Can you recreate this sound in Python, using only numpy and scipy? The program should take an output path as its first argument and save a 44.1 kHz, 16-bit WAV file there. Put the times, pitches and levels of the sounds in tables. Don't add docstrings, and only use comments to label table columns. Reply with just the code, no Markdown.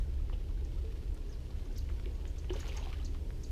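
import sys
import numpy as np
from scipy import signal
from scipy.fft import rfft, irfft
from scipy.io import wavfile
from scipy.ndimage import uniform_filter1d

SR = 44100
rng = np.random.default_rng(int(sys.argv[2]) if len(sys.argv) > 2 else 0)


def bounce(signal):
    frames = np.transpose(np.atleast_2d(signal))
    limited = np.clip(frames, -1, 1)
    pcm = np.round(limited * 32767).astype(np.int16)
    wavfile.write(sys.argv[1], SR, pcm)


N = 154791
TIME = np.arange(N) / SR

# frequency_hz, relative_db
WIND_TONE = [(10, -23.5), (20, -6), (31, 2.5), (45, 0.5), (56, -6.5), (68, 0.5), (82, -10), (100, -16.5),
             (115, -16.5), (150, -23), (200, -31), (400, -70)]
# time_s, level_db
WIND_LEVEL = [(0, -34), (.6, -36), (1.1, -35), (1.21, -40.5), (1.4, -38), (1.7, -38), (1.95, -34.5),
              (2.2, -37.5), (2.6, -36), (3.0, -37), (3.5, -35.5)]
# frequency_hz, relative_db
RIVER_TONE = [(100, -46), (170, -7.5), (234, -1.5), (353, -1.5), (514, -8.5), (747, -18), (954, -18.5),
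              (1150, -24.5), (1440, -24.5), (2850, -24.5), (3450, -27.5), (5250, -27.5), (6400, -31),
              (7000, -32), (9210, -35.5), (13300, -38), (15000, -45)]
# time_s, boost_db
RIVER_TREBLE = [(0, 3), (.1, -2.5), (1.6, 0.5), (3.0, 0), (3.5, 3.5)]
# start_s, level_db, top_pitch_hz, hook_relative_db
BIRD_TICKS = [(1.579, -69, 6700, -17), (1.651, -69, 6700, -20), (1.724, -68, 6740, -15),
              (1.773, -52.5, 6600, 0.5), (2.380, -54, 6540, -6), (2.530, -51.5, 6550, -17),
              (2.598, -48.5, 6900, -8), (2.675, -52, 6520, -4), (2.765, -46.5, 6600, -6),
              (3.045, -49, 6670, -1.5), (3.432, -51.5, 6680, -3.5)]
# frequency_hz, relative_db
FIZZ_TONE = [(2000, -28), (4000, -3), (6000, -3.5), (7700, -0.5), (9000, -19), (12500, -14), (15000, -22)]
# time_s, pitch_hz, level_db
BIRD_SLIDES = [
    [(1.288, 5050, -71), (1.298, 6500, -65), (1.313, 6580, -72), (1.328, 5320, -60), (1.356, 4000, -68)],
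    [(2.125, 6670, -75), (2.155, 6600, -73), (2.185, 6600, -78.5)],
]
# time_s, level_db
SPRAY_LEVEL = [(2.48, -66.5), (2.53, -60.5), (2.58, -54.5), (2.66, -56), (2.71, -52), (2.80, -54),
               (2.89, -56), (2.99, -59), (3.08, -67.5), (3.16, -65.5), (3.3, -90)]
# frequency_hz, relative_db
SPRAY_TONE = [(240, -61), (400, 5), (518, -7.5), (701, -7), (1590, -12), (3050, -7), (4530, -12.5),
              (6130, -18.5), (8180, -26.5), (15000, -29)]
# start_s, level_db, pitch_hz
DRIPS = [(2.549, -50, 1530), (2.578, -49, 2870), (2.607, -50, 1740), (2.696, -45, 2930),
         (2.7205, -43, 2250), (2.779, -48, 810), (2.794, -46, 960), (2.826, -48, 830), (2.826, -49, 2680),
         (2.836, -49, 3170), (2.919, -50, 1190), (2.942, -50, 2870), (3.0, -48, 2910), (3.028, -53, 3950)]
# start_s, level_db, pitch_hz, decay_s
AIR_POCKETS = [(.825, -49, 340, .015), (.842, -47, 437, 0.058), (2.062, -40.5, 354, .018),
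               (2.07, -48, 477, 0.0096), (2.503, -31, 356, .023), (2.556, -36, 403, 0.0076),
               (2.562, -44, 518, .0055), (2.69, -49, 511, 0.014), (2.81, -51, 611, 0.01),
               (2.869, -43, 736, .0053), (3.045, -48.5, 257, 0.076)]
# start_s, level_db, centre_hz, width_octaves, decay_s
SLAPS = [(0.2976, -44.5, 1160, 0.53, .0013), (.328, -56, 2850, .15, 0.0051), (.3285, -49, 520, 0.72, .008),
         (.333, -53, 2930, 0.32, 0.0068), (.648, -57, 5900, .25, .004), (1.144, -60, 7500, 0.73, .005),
         (1.5055, -51.5, 720, 0.59, .004), (1.506, -56.5, 3900, .5, .0035),
         (1.761, -54.5, 5100, 0.35, 0.0075), (1.7825, -50.5, 12800, .25, .0018),
         (1.783, -52, 5400, .45, .003), (1.890, -50.5, 2310, 0.75, 0.0027),
         (1.898, -49.5, 890, 1.4, 0.0036), (1.9975, -48, 1700, 1.1, 0.0013),
         (2.0574, -45.5, 2360, 0.54, 0.002), (2.253, -48.5, 2220, 0.67, 0.0024),
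         (2.276, -60, 6740, .2, .015), (2.444, -52.5, 1290, .96, .003), (2.496, -42, 2950, .21, 0.0047),
         (2.503, -43, 1100, 1.1, 0.0038), (2.504, -46, 3150, 0.15, 0.0027),
         (2.538, -49.5, 1070, 0.51, .0077), (2.556, -50.5, 620, 0.95, 0.006),
         (2.596, -60, 11000, 0.47, 0.0079), (2.628, -48, 1190, .8, 0.006), (2.696, -48, 3000, 0.27, 0.0069),
         (2.7734, -49, 2020, 0.89, 0.012), (2.9283, -46, 1700, .9, .0055), (3.146, -54.5, 1050, .7, .013),
         (3.3045, -46, 1210, 1.05, 0.0014)]

PLOP_RISE_CYCLES, PLOP_GLIDE = 1.13, .0305


def amp(db):
    return 10 ** (np.asarray(db) / 20)


def unit(x):
    return x / np.sqrt(np.mean(x ** 2) + 1e-20)


def at_hz(points, hz):
    frequencies, db = np.transpose(points)
    return np.interp(np.log(hz + 1), np.log(frequencies + 1), db)


def at_time(points, t):
    return np.interp(t, *np.transpose(points))


def add(mix, start_s, sound):
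    part = mix[max(round(start_s * SR), 0):][:len(sound)]
    part += sound[:len(part)]


def colour(x, tone):
    gains = amp(at_hz(tone, np.fft.rfftfreq(len(x), 1 / SR)))
    return unit(irfft(rfft(x) * gains, len(x)))


def wobble(length, smooth_samples):
    return unit(uniform_filter1d(rng.standard_normal(length), size=smooth_samples))


def bubble(hz, decay_s, rise_s, glide):
    t = np.arange(0, 2 * np.pi * decay_s + rise_s, 1 / SR)
    fade_in = np.sin(np.pi / 2 * np.minimum(t / rise_s, 1)) ** 2
    fade_out = np.exp(-np.maximum(t - rise_s, 0) / decay_s)
    pitch_hz = hz * (1 + glide * t / decay_s)
    return fade_in * fade_out * np.sin(2 * np.pi * np.cumsum(pitch_hz) / SR)


def bubbling(per_s, low_hz, high_hz, decay_cycles, glide, spread_db):
    out, tries = np.zeros(N), 3000
    for when, pitch, softness, ring, chance in rng.random((tries, 5)):
        if chance < per_s * N / SR / tries:
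            hz = low_hz * (high_hz / low_hz) ** pitch
            decay_s = decay_cycles * (.5 + ring) / hz
            add(out, when * N / SR, amp(-spread_db * softness) * bubble(hz, decay_s, 1 / hz, glide))
    return unit(out)


def wind(evenness=.25):
    rumble = colour(rng.standard_normal(N), WIND_TONE)
    gust_power = uniform_filter1d(uniform_filter1d(rumble ** 2, size=3000), size=3000)
    return amp(at_time(WIND_LEVEL, TIME)) * unit(rumble / gust_power ** (evenness / 2))


def river(wash_db=-56, gurgle_db=-63, treble_hz=960, bass_cut_hz=170):
    hz, t, noise_grid = signal.stft(rng.standard_normal(N), SR, nperseg=1024, noverlap=768)
    hz = hz[:, None]
    patches = uniform_filter1d(rng.standard_normal(noise_grid.shape), size=12, axis=0)
    patches_db = unit(uniform_filter1d(patches, size=8, axis=1))
    treble_db = hz / (hz + treble_hz) * at_time(RIVER_TREBLE, t)
    bass_cut = np.minimum(hz / bass_cut_hz, 1) ** 2
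    wash_grid = noise_grid * amp(at_hz(RIVER_TONE, hz) + patches_db + treble_db) * bass_cut
    wash = unit(signal.istft(wash_grid, nperseg=1024, noverlap=768)[1][:N])
    gurgles = bubbling(per_s=45, low_hz=250.3, high_hz=480.4, decay_cycles=7.8,
                       glide=PLOP_GLIDE, spread_db=14)
    return amp(wash_db) * wash + amp(gurgle_db) * gurgles


def rock_echoes(sound, delay_s=.005, fade_60db_s=.26, bass_cut_hz=505):
    t = np.arange(SR // 2) / SR
    bounces = rng.standard_normal(len(t)) * (rng.random(len(t)) < .1)
    bounces *= (t > delay_s) * amp(-60 * t / fade_60db_s)
    bounces = signal.sosfilt(signal.butter(2, bass_cut_hz, "high", fs=SR, output="sos"), bounces)
    return signal.fftconvolve(sound, bounces / np.linalg.norm(bounces))[:N]


def whistle(hz, waver=.017, rasp_db=-6.5):
    pitch_hz = hz * (1 + waver * wobble(len(hz), 30))
    rasp = 1 + amp(rasp_db) * wobble(len(hz), 30)
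    return rasp * np.sin(2 * np.pi * np.cumsum(pitch_hz) / SR)


def bird(sweep_s=.014, fizz_db=-11, hook_s=.011, hook_delay_s=.011, hook_top_hz=4730):
    out = np.zeros(N)
    sweep_progress = np.arange(0, 1, 1 / (sweep_s * SR))
    hook_arch = np.sin(np.pi * np.arange(0, 1, 1 / (hook_s * SR)))
    hook_hz = hook_top_hz * (.75 + .25 * hook_arch)
    for start_s, db, top_hz, hook_db in BIRD_TICKS:
        fizz = colour(rng.standard_normal(len(sweep_progress)), FIZZ_TONE)
        fizz *= np.sin(np.pi * np.sqrt(sweep_progress))
        sweep_hz = top_hz * (.64 + .36 * np.sin(np.pi * .614 * sweep_progress))
        sweep = np.sin(np.pi * sweep_progress) * whistle(sweep_hz)
        add(out, start_s, amp(db) * (sweep + amp(fizz_db) * fizz))
        add(out, start_s + hook_delay_s, amp(db + hook_db) * hook_arch * whistle(hook_hz))
    for times, hz, db in map(np.transpose, BIRD_SLIDES):
        t = np.arange(times[0], times[-1], 1 / SR)
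        add(out, times[0], amp(np.interp(t, times, db)) * whistle(np.interp(t, times, hz)))
    return out


def spray(drops_per_s=1700, spread_db=3.5, mist_gain=.28, bubble_db=-5, clump_db=2.45, clump_s=.013):
    sizes = amp(spread_db * np.minimum(rng.exponential(1, N), 4))
    signs = rng.choice([-1, 1], N)
    landings = rng.random(N) < drops_per_s / SR
    mist = mist_gain * rng.standard_normal(N)
    patter = colour(unit(sizes * signs * landings) + mist, SPRAY_TONE)
    bubbles = bubbling(per_s=170, low_hz=746, high_hz=4560, decay_cycles=9, glide=.0507, spread_db=20)
    clumps = amp(clump_db * wobble(N, round(clump_s * SR)))
    return amp(at_time(SPRAY_LEVEL, TIME)) * unit(clumps * patter + amp(bubble_db) * bubbles)


def drips(decay_s=.0033):
    out = np.zeros(N)
    for start_s, db, hz in DRIPS:
        add(out, start_s, amp(db) * bubble(hz, decay_s, PLOP_RISE_CYCLES / hz, PLOP_GLIDE))
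    return out


def air_pockets():
    out = np.zeros(N)
    for start_s, db, hz, decay_s in AIR_POCKETS:
        add(out, start_s, amp(db) * bubble(hz, decay_s, PLOP_RISE_CYCLES / hz, PLOP_GLIDE))
    return out


def fish_slaps(rise_s=.00071):
    out, t = np.zeros(N), np.arange(4096) / SR
    hz = np.fft.rfftfreq(len(t), 1 / SR)
    for start_s, db, centre_hz, width_octaves, decay_s in SLAPS:
        octaves_away = np.log2((hz + 1) / centre_hz)
        band = 1 / (1 + (octaves_away / width_octaves) ** 2 / 4) ** 4
        shape = np.minimum(t / rise_s, 1) * np.exp(-np.maximum(t - rise_s, 0) / decay_s)
        burst = irfft(rfft(rng.standard_normal(len(t))) * band) * shape
        add(out, start_s, amp(db) * unit(burst) * np.sqrt(np.mean(shape ** 2)))
    return out


def scene(water_echo_db=-10, bird_echo_db=-7):
    water = fish_slaps() + air_pockets() + drips() + spray()
    calls = bird()
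    echoes = rock_echoes(amp(water_echo_db) * water + amp(bird_echo_db) * calls)
    return (water + calls + echoes + river() + wind())[None]


def record(dry):
    treble_cut = signal.firwin(511, 15300, window=("kaiser", 9), fs=SR)
    return signal.oaconvolve(dry, treble_cut[None], "same")


dry = scene()
out = record(dry)
bounce(out)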